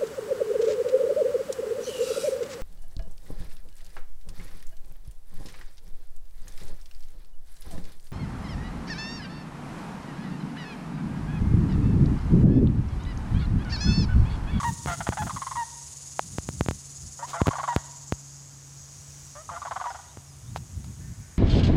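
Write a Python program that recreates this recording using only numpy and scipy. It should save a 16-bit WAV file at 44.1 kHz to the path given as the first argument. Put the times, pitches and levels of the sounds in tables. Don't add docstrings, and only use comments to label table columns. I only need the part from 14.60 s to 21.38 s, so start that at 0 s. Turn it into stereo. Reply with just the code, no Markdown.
import sys
import numpy as np
from scipy import signal
from scipy.fft import rfft, irfft, next_fast_len
from scipy.io import wavfile
from scipy.ndimage import map_coordinates

SR = 44100
rng = np.random.default_rng(int(sys.argv[2]) if len(sys.argv) > 2 else 0)


def persist_wave(psi):
    counts = np.round(np.clip(psi, -1, 1) * 32767).astype(np.int16)
    wavfile.write(sys.argv[1], SR, np.atleast_2d(counts).T)


N = 298998


def amp(db):
    return 10 ** (np.asarray(db) / 20)


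def unit(x):
    return x / np.sqrt(np.mean(x ** 2) + 1e-20)


def along(points, hz):
    freqs, values = np.transpose(points)
    return np.interp(np.log(hz + 1), np.log(freqs + 1), values)


def curves(rows):
    times, *columns = np.transpose(rows)
    return [np.interp(np.arange(N) / SR, times, column) for column in columns]


def wobble(rate, size=N):
    knots = rng.standard_normal(int(size * rate / SR) + 4)
    return map_coordinates(knots, [np.arange(size) * rate / SR])


def cycles(hz):
    return 2 * np.pi * np.cumsum(hz) / SR


def coloured(x, spectrum):
    size = x.shape[-1]
    m = next_fast_len(2 * size)
    gain = amp(along(spectrum, np.fft.rfftfreq(m, 1 / SR)))
    return unit(irfft(rfft(x, m) * gain, m)[..., :size])


def add(track, at, sound):
    start = max(0, round(at * SR))
    track[start:start + len(sound)] += sound[:N - start]


def glide(length, start, middle, end):
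    u = np.linspace(0, 1, max(64, int(length * SR)))
    return u, np.polyval(np.polyfit([0, .5, 1], [start, middle, end], 2), u)


def plateau(at, length, edge_s):
    t = np.arange(N) / SR - at
    return np.sin(np.pi / 2 * np.clip(np.minimum(t, length - t) / edge_s + .25, 0, 1)) ** 2


# (frequency [Hz], density [dB])
AIR_SPECTRUM = [(25, -25), (70, 6), (150, -6), (300, -13.5), (500, -15), (1000, -14.5), (2000, -20.5),
                (3000, -22), (6000, -29.5), (12000, -27.5), (15200, -31.5), (16000, -49)]
def open_air():
    return amp(-52) * coloured(rng.standard_normal((2, N)), AIR_SPECTRUM)


# (time [s], level [dB])
HUM_LEVEL = [(0, -60), (1.5, -51), (3.3, -48), (3.9, -48.5), (4.7, -48), (4.85, -62), (5.4, -65),
             (5.6, -48.5), (6.78, -53)]
# (multiple of the pitch, level [dB])
HUM_PARTIALS = [(.5, -31), (1, -3), (2, -23.5)]
def far_machine():
    hum_db, = curves(HUM_LEVEL)
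    phase = cycles(140 * (1 + 0.0044 * wobble(3.65)))
    tone = unit(sum(amp(db) * np.sin(k * phase) for k, db in HUM_PARTIALS))
    return amp(hum_db - 2 + wobble(6.8)) * tone


# (time [s], length [s], port [0 left, 1 right], rumble [dB], eddies [dB])
PORT_GUSTS = [(0, 0.82, 0, -32, -32.5), (0.931, 0.13, 1, -35, -38), (1.573, 0.65, 0, -41.5, -46.5),
              (1.8, 0.35, 1, -37.5, -49), (2.408, 0.092, 1, -34.5, -61), (4.65, 1.23, 1, -53.5, -63),
              (5.82, 0.57, 0, -34.5, -55), (5.828, .25, 1, -30.5, -41), (6.052, 1.07, 1, -36, -52)]
# (left [dB], right [dB])
BREEZE = [-59, -53.5]
# (frequency [Hz], density [dB])
RUMBLE_SPECTRUM = [(20, -59), (45, -6), (75, 3.5), (140, -1.5), (200, -12), (300, -21.5), (500, -44),
                   (1200, -53)]
# (frequency [Hz], density [dB])
EDDY_SPECTRUM = [(60, -39), (130, 4), (190, -1), (280, -12.5), (400, -21), (800, -39)]
def wind():
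    rumble_gain, eddy_gain = amp(BREEZE)[:, None] * np.ones(N), np.zeros((2, N))
    for at, length, port, rumble_db, eddy_db in PORT_GUSTS:
        gust = plateau(at, length, edge_s=0.1)
        rumble_gain[round(port)] += amp(rumble_db) * gust
        eddy_gain[round(port)] += amp(eddy_db) * gust
    bumps = unit(amp(8.2 * np.tanh([wobble(20), wobble(20)])))
    rumble = rumble_gain * coloured(rng.standard_normal((2, N)), RUMBLE_SPECTRUM)
    eddies = eddy_gain * coloured(rng.standard_normal((2, N)), EDDY_SPECTRUM)
    return amp(-1) * bumps * (rumble + eddies)


# (time [s], level [dB], port [0 left, 1 right], rise [s])
PORT_POPS = [(0.26, -10, 0, 0.000042), (0.49, -2.5, 1, 0.000084), (1.7844, -7, 0, 0.000043),
             (1.8895, -9.5, 0, 0.000042), (2.0096, -0.5, 0, 0.000062), (2.0621, -14, 0, 0.000045),
             (2.0863, -2, 0, 0.000048), (2.1109, -9.5, 0, 0.000022), (2.8168, 3.5, 1, 0.00017),
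             (2.8705, -2.5, 0, 0.000024), (2.882, 1, 0, 0.00012), (2.8894, -4, 0, 0.000072),
             (3.1631, 0.5, 0, 0.000037), (3.5233, -3, 1, 0.00005), (5.5724, -21, 0, 0.000069)]
# (time [s], level [dB])
HOUSING_CLICKS = [(1.5936, 0.5), (5.9610, -8)]
# (time [s], length [s], level [dB])
FINGER_BRUSHES = [(0.282, 0.089, -36.5), (2.653, 0.098, -37), (5.953, 0.034, -36), (6.238, 0.013, -42.5)]
# (frequency [Hz], density [dB])
BRUSH_SPECTRUM = [(300, -5), (900, 4.5), (2000, -5), (4500, -4), (8000, -9), (15000, -22)]
def handling():
    steps, housing = np.zeros((2, N)), np.zeros((2, N))
    t = np.arange(SR // 8) / SR
    for at, db, port, rise in PORT_POPS:
        add(steps[round(port)], at, amp(db + 1) * (1 - np.exp(-t / rise)) * np.exp(-t / 0.0022))
    for at, db in HOUSING_CLICKS:
        ring = np.cos(2 * np.pi * 780 * t) * amp(-60 * t / 0.0074)
        add(housing[1], at, amp(db) * ring * (1 - np.exp(-t / .00006)))
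    for at, length, db in FINGER_BRUSHES:
        swell = np.hanning(int(length * SR))
        add(housing[1], at, amp(db) * swell * coloured(rng.standard_normal(len(swell)), BRUSH_SPECTRUM))
    bass_cut = signal.butter(4, 66, "high", fs=SR, output="sos")
    return signal.sosfilt(bass_cut, steps) + housing


# (time [s], length [s], start [Hz], middle [Hz], end [Hz], level [dB])
BIRD_TWEETS = [(5.275, 0.055, 6520, 5200, 5100, -57), (5.462, .08, 3480, 3720, 4200, -67),
               (5.627, .12, 7100, 5320, 5070, -61.5), (5.843, 0.085, 3300, 3650, 3850, -67)]
def small_bird():
    song = np.zeros(N)
    for at, length, start, middle, end, db in BIRD_TWEETS:
        u, pitch = glide(length, start, middle, end)
        whistle = np.sin(cycles(pitch * (1 + 0.014 * wobble(297, len(u)))))
        add(song, at, amp(db + 5) * np.sin(np.pi * u) * whistle)
    return song


def wing_buzz(spectrum, envelope, stroke_hz, chop):
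    strokes = 1 + chop * np.cos(cycles(stroke_hz * (1 + 0.041 * wobble(25))))
    hz = np.arange(2000, 16000, 70)
    resonances = np.column_stack([hz, along(spectrum, hz) + 3.7 * rng.standard_normal(len(hz))])
    scrape = coloured(rng.standard_normal(N), [(1000, -70), *resonances])
    return unit(scrape * strokes * envelope * amp(0.62 * wobble(6.6)))


# (time [s], length [s])
SINGER_BOUTS = [(-.032, 0.73), (1.156, 2.55)]
def singer_rhythm(tired_hz=17.2, fresh_extra_hz=3.82, tire_s=1):
    presence, beat = np.zeros(N), np.zeros(N)
    for at, length in SINGER_BOUTS:
        t = np.maximum(np.arange(N) / SR - at, 0)
        beat_count = tired_hz * t + fresh_extra_hz * tire_s * (1 - np.exp(-t / tire_s))
        bout = plateau(at, length, edge_s=0.19)
        presence += bout
        beat -= bout * np.cos(2 * np.pi * beat_count)
    return presence, beat


# (time [s], level [dB])
LEFT_LEVEL = [(0, -34), (1.9, -35), (3.4, -36), (3.9, -38.5), (5.3, -39.5), (5.75, -44), (6.78, -45)]
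RIGHT_LEVEL = [(0, -42), (.5, -41.5), (1.8, -45.5), (3, -49), (3.9, -57), (4.6, -52.5), (6.78, -55.5)]
# (time [s], level [dB])
THIN_LEVEL = [(0, -52), (3.7, -78), (4, -58.5), (4.6, -46.5), (5.1, -61), (5.6, -62)]
# (frequency [Hz], density [dB])
LEFT_WINGS = [(3000, -31), (4000, -17), (4600, -7), (5300, -5.5), (5750, -3.5), (6100, -2), (6550, 4),
              (7250, 0), (7700, -3), (9000, -20), (10200, -19.5), (13000, -69)]
RIGHT_WINGS = [(3000, -12), (4500, -8.5), (5700, -8), (7500, -9), (8600, 3), (9600, 1.5), (10300, -3.5),
               (11200, -9.5), (12000, -17.5), (14000, -16), (16000, -67)]
SINGER_WINGS = [(5600, -34.5), (6300, -3.5), (6600, 1.5), (7250, 3.5), (7700, -14), (8500, -32)]
THIN_WINGS = [(4800, -30), (5450, -28), (5720, -11), (6000, -17), (6500, -38)]
def insects():
    left_db, = curves(LEFT_LEVEL)
    right_db, = curves(RIGHT_LEVEL)
    thin_db, = curves(THIN_LEVEL)
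    presence, beat = singer_rhythm()
    throb = np.sqrt(np.abs(1 + 0.48 * beat))
    left = amp(left_db - 5) * wing_buzz(LEFT_WINGS, throb, stroke_hz=134.8, chop=0.25)
    right = amp(right_db - 0.5) * wing_buzz(RIGHT_WINGS, throb, stroke_hz=127.5, chop=0.21)
    spill_from_left = amp(left_db - 16) * wing_buzz(LEFT_WINGS, throb, stroke_hz=125.3, chop=0.72)
    singer = amp(-49.5) * wing_buzz(SINGER_WINGS, presence + 0.47 * beat, stroke_hz=136.5, chop=0.29)
    thin = amp(thin_db - 4) * coloured(rng.standard_normal((2, N)), THIN_WINGS)
    return np.array([left + singer, right + spill_from_left]) + thin


# (frequency [Hz], level [dB])
TREE_COLOUR = [(500, 3), (1000, 1), (1900, 3.5), (5000, 19)]
# (frequency [Hz], time to fall 60 dB [s])
TREE_DECAY = [(300, 2.4), (1000, 1.08), (2000, 1.08), (5000, 1)]
def meadow(calls, shrubs_db=6, trees_db=-3.5, delay_s=0.029):
    hz, t, noise = signal.stft(rng.standard_normal((2, SR)), SR, nperseg=256)
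    shrubs = amp(shrubs_db - 60 * t / .13)
    arrival = 1 / (1 + np.exp((delay_s - t) / 0.018))
    decay_db = 60 * t / along(TREE_DECAY, hz)[:, None]
    trees = arrival * amp(trees_db + along(TREE_COLOUR, hz)[:, None] - decay_db)
    tail = signal.istft(noise * (shrubs + trees), SR, nperseg=256)[1] / np.sqrt(SR)
    return signal.fftconvolve(calls[None], tail, axes=1)[:, :N]


def windpipe(x, throat):
    m = 2 * next_fast_len(len(x) + 2048)
    cepstrum = irfft(np.log(amp(along(throat, np.fft.rfftfreq(m, 1 / SR)))))
    response = np.exp(rfft(2 * cepstrum[:m // 2], m) - cepstrum[0])
    return unit(irfft(rfft(x, m) * response)[:len(x)])


def syrinx(hz, rough, throat, jitter, slap):
    phase = cycles(hz * (1 + jitter * (rough + .15) * wobble(413, len(hz))))
    slap_phase = phase / 4 + rng.uniform(0, 2 * np.pi)
    sway = rough * (0.96 * np.sin(slap_phase) + 0.59 * np.sin(2 * slap_phase))
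    reach = 3 + 12 * rough
    tone = sum(np.cos(k * (phase + sway)) / (1 + (k / reach) ** 4) for k in range(1, 13))
    slaps = np.exp(slap * rough * np.cos(slap_phase))
    flutter = 1 + .5 * rough * np.tanh(wobble(344, len(hz)))
    return windpipe(tone * slaps * flutter, throat)


def rattle(rattles, hurry, chip_s):
    for start, end, first_gap, db, drop_db, first_hz, last_hz in rattles:
        gaps = first_gap * np.arange(1, 10) ** -hurry
        times = start + np.append(0, np.cumsum(gaps))
        times = times[times < end]
        for at, u in zip(times, np.linspace(0, 1, len(times))):
            level = db - drop_db * u ** 6.3 + 0.67 * rng.standard_normal()
            hz = (first_hz + (last_hz - first_hz) * u) * (1 + 0.0073 * rng.standard_normal())
            yield at, level, hz, chip_s


def crane(chips, notes, throat, sag=0, chip_rough=0, chip_db=0, note_db=0, clearing=0):
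    voice = np.zeros(N)
    for at, db, hz, length in chips:
        u, pitch = glide(length, hz * (1 + sag / 2), hz * (1 - sag / 2), hz * (1 - 2.63 * sag))
        breath = (1 - np.exp(-u / 0.016)) * (1 - u ** 2) ** 1.82
        chip = syrinx(pitch, chip_rough, throat, jitter=0.13, slap=0.97)
        add(voice, at, amp(db + chip_db) * breath * chip)
    for at, length, start, middle, end, db, rough in notes:
        u, pitch = glide(length, start, middle, end)
        breath = (1 - np.exp(-u / 0.017)) * (1 - u ** 4.6)
        cleared = clearing * (1 + np.tanh((u - 0.4) / 0.14)) / 2
        note = syrinx(pitch, rough * (1 - cleared), throat, jitter=0.042, slap=0.21)
        add(voice, at, amp(db + note_db) * breath * note)
    return voice


# (time [s], length [s], start [Hz], middle [Hz], end [Hz], level [dB], roughness [0-1])
FAR_NOTES = [(6.402, 0.11, 880, 898, 867, -61.5, 0.34), (6.47, 0.12, 742, 760, 725, -66, 0.47),
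             (6.6, 0.26, 832, 872, 782, -64, 0.75)]
LOW_GROWLS = [(0.27, 0.089, 695, 695.4, 665, -33, 1), (.585, 0.054, 850, 853, 860, -32, 0.1),
              (2.589, 0.067, 534, 573, 600, -45, 0.74), (2.741, 0.076, 687, 676, 730, -34.5, 0.72),
              (4.751, 0.077, 574, 612, 677, -45, 0.3), (4.91, 0.083, 688, 687, 737, -39, 0.83)]
HIGH_BUGLES = [(0.042, 0.065, 934, 940, 893, -27.5, 0.13), (0.967, 0.077, 947, 941, 894, -28.5, 0.14),
               (2.625, 0.035, 928, 974, 1110, -33.5, 0.42), (3.085, 0.06, 956, 953, 925, -27.5, 0.25),
               (5.259, 0.047, 958, 972, 960, -33, 0.26)]
# (frequency [Hz], level [dB])
FAR_WINDPIPE = [(500, -28), (900, -30), (1500, -3), (1800, 0), (2300, -5), (3000, -42), (6000, -52)]
LOW_WINDPIPE = [(300, -43), (500, -6), (700, -2.5), (880, 4.5), (1100, -4), (1400, 0), (1700, -8.5),
                (2050, -9.5), (2500, -21.5), (3300, -17), (4500, -28.5), (9000, -29)]
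HIGH_WINDPIPE = [(300, -41.5), (600, -12.5), (880, 0), (1200, -8.5), (1500, -14.5), (1900, -13.5),
                 (2350, -32), (2700, -31), (2950, -28), (3600, -27.5), (5000, -35.5), (9000, -56)]
# (start [s], end [s], first gap [s], level [dB], final drop [dB], first pitch [Hz], last pitch [Hz])
LOW_RATTLE_RUNS = [(.405, .69, 0.061, -28, 3.8, 704, 674), (2.87, 3.19, .0595, -28, 10, 673.5, 712),
                   (5.05, 5.41, .059, -28.5, 13.5, 699, 765)]
HIGH_RATTLE_RUNS = [(0, .05, 0.03, -25, -1.5, 1118, 1111), (.695, .975, .0675, -25.5, 0, 1147, 1096),
                    (2.7324, 3.1, .0688, -24, -2, 1105, 1100), (4.8908, 5.26, .0697, -27, -2.5, 1161, 1122)]
# (time [s], lean to the right [dB], treble above 1500 Hz [dB])
MIC_AIM = [(0, 1, 4), (1, 1.5, -0.5), (3, 0.9, -4.5), (5.3, 1, -6.5)]
def cranes():
    high_chips = rattle(HIGH_RATTLE_RUNS, hurry=.29, chip_s=0.0267)
    high = crane(high_chips, HIGH_BUGLES, HIGH_WINDPIPE, sag=0.081, chip_rough=0.35,
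                 chip_db=-3, note_db=1)
    low_chips = rattle(LOW_RATTLE_RUNS, hurry=.17, chip_s=0.026)
    low = crane(low_chips, LOW_GROWLS, LOW_WINDPIPE, sag=0.03, chip_rough=0.54,
                chip_db=-2, note_db=1.5, clearing=0.75)
    far = crane([], FAR_NOTES, FAR_WINDPIPE)
    pair = high + low
    lean_db, treble_db = curves(MIC_AIM)
    mellow = signal.sosfiltfilt(signal.butter(2, 1500, fs=SR, output="sos"), pair)
    direct = mellow + amp(treble_db) * (pair - mellow)
    return direct * amp([-lean_db, lean_db]) + far + meadow(pair + 2 * far)


def scene():
    return cranes() + insects() + small_bird() + handling() + wind() + open_air() + far_machine()


def record(dry):
    m = next_fast_len(N + SR // 2)
    passband = np.fft.rfftfreq(m, 1 / SR) < 15900
    return irfft(rfft(dry, m) * passband, m)[:, :N]


dry = scene()
out = record(dry)
persist_wave(out)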